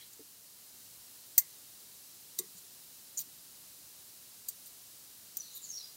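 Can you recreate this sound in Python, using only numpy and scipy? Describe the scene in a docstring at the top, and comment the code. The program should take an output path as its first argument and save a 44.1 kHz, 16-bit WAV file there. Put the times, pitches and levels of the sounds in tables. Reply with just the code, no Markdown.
"""Outdoor wooden bench: small steel scissors snip fine roots close to a mono microphone.
Blades clack shut, rattle briefly and scrape as they reopen: impulses and rough noise drive steel modes.
Knocks on the bench ring decaying sines. A far bird sings mostly falling notes, as fluttering glides
with noise echoes. Shaped noise gives the bright hiss and far rumble."""
import sys
import numpy as np
from scipy import signal
from scipy.fft import rfft, irfft, next_fast_len
from scipy.io import wavfile

SR = 44100
rng = np.random.default_rng(int(sys.argv[2]) if len(sys.argv) > 2 else 0)


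def inscribe(sig):
    """Save sig as 16-bit PCM at rate SR to the path in sys.argv[1].

    A 1-D sig is mono; a 2-D sig holds one channel per row.
    Samples are clipped to [-1, 1] before scaling.
    """
    pcm = np.round(np.clip(np.atleast_2d(sig).T, -1, 1) * 32767)
    wavfile.write(sys.argv[1], SR, pcm.astype(np.int16))


def volts_from_db(level):
    """Convert decibel levels to linear amplitude ratios."""
    exponent = np.asarray(level, float) / 20
    return 10 ** exponent


N = 262994

HANDLE_DB = -11  # blade contacts barely move the handle modes under 3 kHz
CONTACT_T_S = np.arange(SR // 8) / SR


def along(points, hz):
    """Read (Hz, value) points on a log frequency axis."""
    point_hz, value = np.transpose(points)
    return np.interp(np.log(hz + 1), np.log(point_hz + 1), value)


def filtered(x, response):
    """Apply a complex response of frequency to x."""
    size = next_fast_len(len(x) + 8192)
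    spectrum = rfft(x, size) * response(np.fft.rfftfreq(size, 1 / SR))
    return irfft(spectrum, size)[:len(x)]


def add(track, start_s, sound):
    """Lay a sound on the track from start_s."""
    part = track[round(start_s * SR):][:len(sound)]
    part += sound[:len(part)]


def steel(force, handle_db, blade_db, fav_hz, lift_db, damp=1):
    """Resonant modes of the scissors; where the metal touches decides which answer most."""
    # scissors resonances before contact offsets and damping: mode_hz, width_hz, level_db
    modes = [(908, 192, -47), (1120, 18, -29), (1528, 330, -42), (1953, 123, -21.5), (2087, 110, -20),
             (2770, 120, -34.5), (3760, 119, -27), (4645, 310, -17), (5450, 330, -20.5), (6070, 470, -13),
             (6580, 290, -13.5), (7000, 223, -10), (7610, 148, -10), (8300, 372, -11.5), (8600, 280, -7.5),
             (9430, 260, -13), (10600, 180, -17), (10870, 320, -23), (12640, 400, -6), (13100, 140, 0),
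             (13750, 420, -7), (14320, 200, -0.5), (14850, 200, -10), (15300, 400, -5)]
    mode_hz, width_hz, level_db = np.transpose(modes)[:, :, None]
    is_handle = mode_hz < 3000
    is_blade = (mode_hz >= 3000) * (mode_hz < 11500)
    favour = np.exp(-(np.log(mode_hz / fav_hz) / 0.11) ** 2)
    gain = volts_from_db(level_db + handle_db * is_handle + blade_db * is_blade + lift_db * favour)
    width_hz = width_hz * damp
    sign = (-1.) ** np.arange(len(modes))[:, None]

    def response(hz):
        loss = 1j * hz * width_hz
        return np.sum(sign * gain * loss / (mode_hz * mode_hz - hz * hz + loss), axis=0)

    return 12 * filtered(force, response)


def grit(count):
    """Rough contact force of unit rms: noise with scattered sharper grains."""
    force = rng.standard_normal(count) * volts_from_db(3 * rng.standard_normal(count))
    return force / np.sqrt(np.mean(force ** 2))


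def blade_clacks():
    """Blades shear past each other, strike once (an impulse) and rattle out."""
    # blade contacts: start_s, blow_db, blade_db (modes 3 to 11.5 kHz), fav_hz, lift_db
    contacts = [(0.1333, -53, 11, 6870, 17), (1.38, -1, -1.5, 10600, 3.5), (1.3823, -14.5, -3.5, 10600, 5),
                (1.4235, -44, 7, 8400, 2.5), (2.3882, -20, 4, 3760, 22), (2.3894, -23, 11, 8600, 2.5),
                (2.5715, -53, 10, 6820, 19), (3.1730, -47, 16, 6900, 19), (3.1766, -39, 12.5, 6600, 20),
                (3.1817, -42, 16.5, 6960, 17), (3.1872, -38, 10, 6537, 19), (3.1898, -39, 11, 6500, 20),
                (4.486, -21, 2.5, 7040, -1), (4.4900, -26, 3, 8050, 2), (4.5000, -36.5, 3.5, 8600, 2.5),
                (4.6581, -52, 11, 8600, 16), (5.3700, -22.5, -0.5, 6070, 8), (5.5518, -47, 3, 14000, 9.5),
                (5.5760, -46, 6, 10600, 25)]
    rattle_db, rattle_db_per_db = -19, -.03  # under a 0 dB blow; soft blows are more rattle
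    rattle_t60_s, rattle_s_per_db, rattle_min_s = .059, .0009, .018  # harder blows rattle longer
    shear_s, shear_db, shear_rise_db = .005, -22, 42
    track, t = np.zeros(N), CONTACT_T_S
    shear = volts_from_db(shear_rise_db * (t / shear_s - 1)) * (t < shear_s)
    for start_s, blow_db, *touch in contacts:
        t60_s = max(rattle_min_s, rattle_t60_s + rattle_s_per_db * blow_db)
        force = volts_from_db(rattle_db + rattle_db_per_db * blow_db - 60 * t / t60_s) * grit(len(t))
        force[0] += 1
        add(track, start_s, volts_from_db(blow_db) * steel(force, HANDLE_DB, *touch))
        shear_ring = steel(shear * grit(len(t)), HANDLE_DB, *touch)
        add(track, start_s - shear_s, volts_from_db(blow_db + shear_db) * shear_ring)
    return track


def handle_stops():
    """Handle loops meet with a softened impulse and chatter; the hand widens the modes."""
    # loop contacts: start_s, level_db, chatter_db (re level), fav_hz, lift_db
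    stops = [(1.3800, 5, -38, 1120, -6), (2.3890, -11, -27, 1120, 9)]
    blade_db, damp, chatter_t60_s = -25, 1.6, .2  # blades barely answer
    track, t = np.zeros(N), CONTACT_T_S
    for start_s, level_db, chatter_db, *touch in stops:
        force = volts_from_db(chatter_db - 60 * t / chatter_t60_s) * grit(len(t))
        force[0] += 1
        soft_force = np.convolve(force, np.hanning(12) / 5.5)[:len(t)]
        add(track, start_s, volts_from_db(level_db) * steel(soft_force, 0, blade_db, *touch, damp))
    return track


def blade_slides():
    """Blades slide on each other: swells of rough force; pressed blades widen their modes."""
    # slides: start_s, length_s, level_db, blade_db (modes 3 to 11.5 kHz), fav_hz
    slides = [(.128, .016, -68.5, 9, 7000), (2.383, .009, -54, 10, 7000), (2.572, .03, -65.5, 9, 6500),
              (3.172, 0.059, -53, 6, 14850), (3.191, .016, -59, 13, 5400), (3.204, .02, -61, 13, 6000),
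              (4.482, .008, -53, 0, 13100), (4.657, 0.032, -63, 6, 13500), (5.544, 0.045, -58, 5, 14000)]
    lift_db, skew, damp = 6, 0.86, 2.4  # skew < 1: quick to bite, slower to let go
    track, t = np.zeros(N), CONTACT_T_S
    for start_s, length_s, level_db, *touch in slides:
        swell = np.sin(np.pi * np.clip(t / length_s, 0, 1) ** skew)
        ring = steel(swell * grit(len(t)), HANDLE_DB, *touch, lift_db, damp)
        add(track, start_s, volts_from_db(level_db) * ring)
    return track


def scissors():
    """Sum of the scissors' contacts: clacks, handle stops and slides."""
    return blade_clacks() + handle_stops() + blade_slides()


def yard(x):
    """Nearby walls answer with decaying noise; each frequency dies at its own speed."""
    # wall echo decay: freq_hz, t60_s
    decay = [(500, .22), (2000, .22), (4000, .16), (9000, .09), (16000, .07)]
    hz, t, z = signal.stft(rng.standard_normal(SR // 3), SR, nperseg=256)
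    z = z * volts_from_db(-60 * t / along(decay, hz)[:, None])
    tail = signal.istft(z, SR, nperseg=256)[1]
    delayed = np.pad(x, (300, 0))  # samples
    return signal.fftconvolve(delayed, tail / np.linalg.norm(tail))[:N]


def bench():
    """Soft knocks ring the boards' modes; the place of the knock favours some."""
    # board modes: mode_hz, level_db, t60_s
    boards = [(180, 0, 0.13), (290, -1, 0.088), (369.6, 3.5, 0.09), (440.2, 1.5, 0.085), (610, 1.5, 0.059)]
    # knocks: start_s, level_db, fav_hz
    knocks = [(.193, -46, 454), (.2, -47.5, 301), (1.817, -61, 416), (2.389, -47.5, 218.6),
              (2.395, -40.5, 374), (2.432, -52.5, 400), (2.459, -59, 180), (2.548, -55, 180),
              (3.2, -58.5, 183), (3.27, -59, 290), (3.38, -61, 200), (3.459, -63, 290), (3.79, -58, 270)]
    track, t = np.zeros(N), np.arange(SR // 4) / SR
    onset = 1 - np.exp(-t / 0.0028)
    for start_s, knock_db, fav_hz in knocks:
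        ring = np.zeros(len(t))
        for mode_hz, mode_db, t60_s in boards:
            off_db = -89.0 * np.log2(mode_hz / fav_hz) ** 2
            ring += volts_from_db(mode_db + off_db - 60 * t / t60_s) * np.sin(2 * np.pi * mode_hz * t)
        add(track, start_s, volts_from_db(knock_db) * ring * onset)
    return track


def bird():
    """Gliding, breathy whistles, each smeared by its own decaying noise echo."""
    # notes: start_s (negative: already sounding), length_s, first_hz, last_hz, level_db (before flutter)
    song = [(-.02, .075, 3300, 3205, -58), (-.02, 0.072, 2095, 2100, -64.5),
            (.008, .048, 4020, 3990, -59.5), (5.375, 0.032, 7000, 6870, -49), (5.39, .045, 6150, 5750, -45),
            (5.405, .07, 4460, 4300, -55), (5.445, .1, 4150, 3970, -56), (5.51, .078, 6700, 7100, -54),
            (5.525, .095, 4160, 3650, -55.5), (5.615, .065, 7520, 6250, -46),
            (5.625, .075, 4500, 4250, -57), (5.635, .075, 7500, 7100, -56), (5.687, .04, 6350, 6600, -41),
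            (5.706, .022, 7100, 5170, -46), (5.722, .09, 5600, 5710, -43), (5.729, 0.093, 5490, 5240, -51),
            (5.767, 0.036, 4550, 4270, -48.5), (5.795, 0.041, 4210, 3800, -50),
            (5.815, .075, 4920, 4920, -53.5), (5.84, .045, 3800, 3780, -59)]
    swell_share, start_db, end_db = 0.4, -10, -13.5  # swell to a peak, then fade
    # low notes buzz, high ones whistle, breathier on wide glides
    buzz_below_hz, buzz_hz, whistle_hz, blur_per_glide = 4700, 390, 115, .3
    echo_db, echo_t60_s, echo_gap_s = -5.5, 0.47, .006
    lead = SR // 10  # samples of room for notes starting before zero
    track, late_s = np.zeros(N + lead), np.arange(SR // 3) / SR
    for start_s, length_s, first_hz, last_hz, level_db in song:
        t = np.arange(0, length_s, 1 / SR)
        glide_hz = last_hz - first_hz
        blur_hz = buzz_hz if first_hz < buzz_below_hz else whistle_hz + blur_per_glide * abs(glide_hz)
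        # quick random flutter in size spreads the whistle into a narrow band
        breath = filtered(rng.standard_normal(SR // 8), lambda f: np.exp(-(f / blur_hz) ** 2))[:len(t)]
        flutter = .5 + 1.27 * breath / np.std(breath)
        fade = np.clip(np.minimum(t, length_s - t) / 0.0025, 0, 1)
        swell_db = np.interp(t / length_s, [0, swell_share, 1], [start_db, 0, end_db])
        size = fade * volts_from_db(level_db + swell_db) * flutter
        pitch_hz = first_hz + glide_hz * t / length_s
        tone = size * np.sin(2 * np.pi * np.cumsum(pitch_hz) / SR)
        echo = rng.standard_normal(len(late_s)) * volts_from_db(-60 * late_s / echo_t60_s) * (late_s > echo_gap_s)
        echo *= volts_from_db(echo_db) / np.linalg.norm(echo)
        echo[0] = 1  # direct sound
        add(track, start_s + lead / SR, signal.fftconvolve(tone, echo))
    return track[lead:]


def hiss():
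    """Microphone hiss and far outdoor rumble: shaped noise whose level drifts a little."""
    # relative noise density: freq_hz, density_db (per Hz)
    density = [(18, -49), (40, -33), (56, -4), (75, -8.5), (110, -2), (260, -5), (600, -8.5), (1400, -10),
               (2450, -10), (2800, -6.5), (3550, -6.5), (3850, -2.5), (15750, -1.5), (16100, -39),
               (22000, -90.5)]
    # noise rms: time_s, level_db
    drift = [(0.0, -55), (0.4, -56), (0.87, -54), (5.21, -54), (5.3, -54)]
    noise = filtered(rng.standard_normal(N), lambda hz: volts_from_db(along(density, hz)))
    level_db = np.interp(np.arange(N) / SR, *np.transpose(drift))
    return volts_from_db(level_db) * noise / np.std(noise)


def scene():
    """All sources in one mono mix, copied to both channels; the microphone rolls off the scissors."""
    mic_top_hz, mic_steep = 16300, 40
    near = scissors()
    near = near + volts_from_db(-19.5) * yard(near)
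    near = filtered(near, lambda hz: 1 / (1 + (hz / mic_top_hz) ** mic_steep))
    mono = near + bench() + bird() + hiss()
    return np.array([mono, mono])


def band_limit(x):
    """A steep low-pass at the top of the band."""
    return signal.sosfilt(signal.butter(12, 16810, fs=SR, output="sos"), x)


def record(dry):
    """Deliver the finished mix."""
    return band_limit(dry)


dry = scene()
out = record(dry)
inscribe(out)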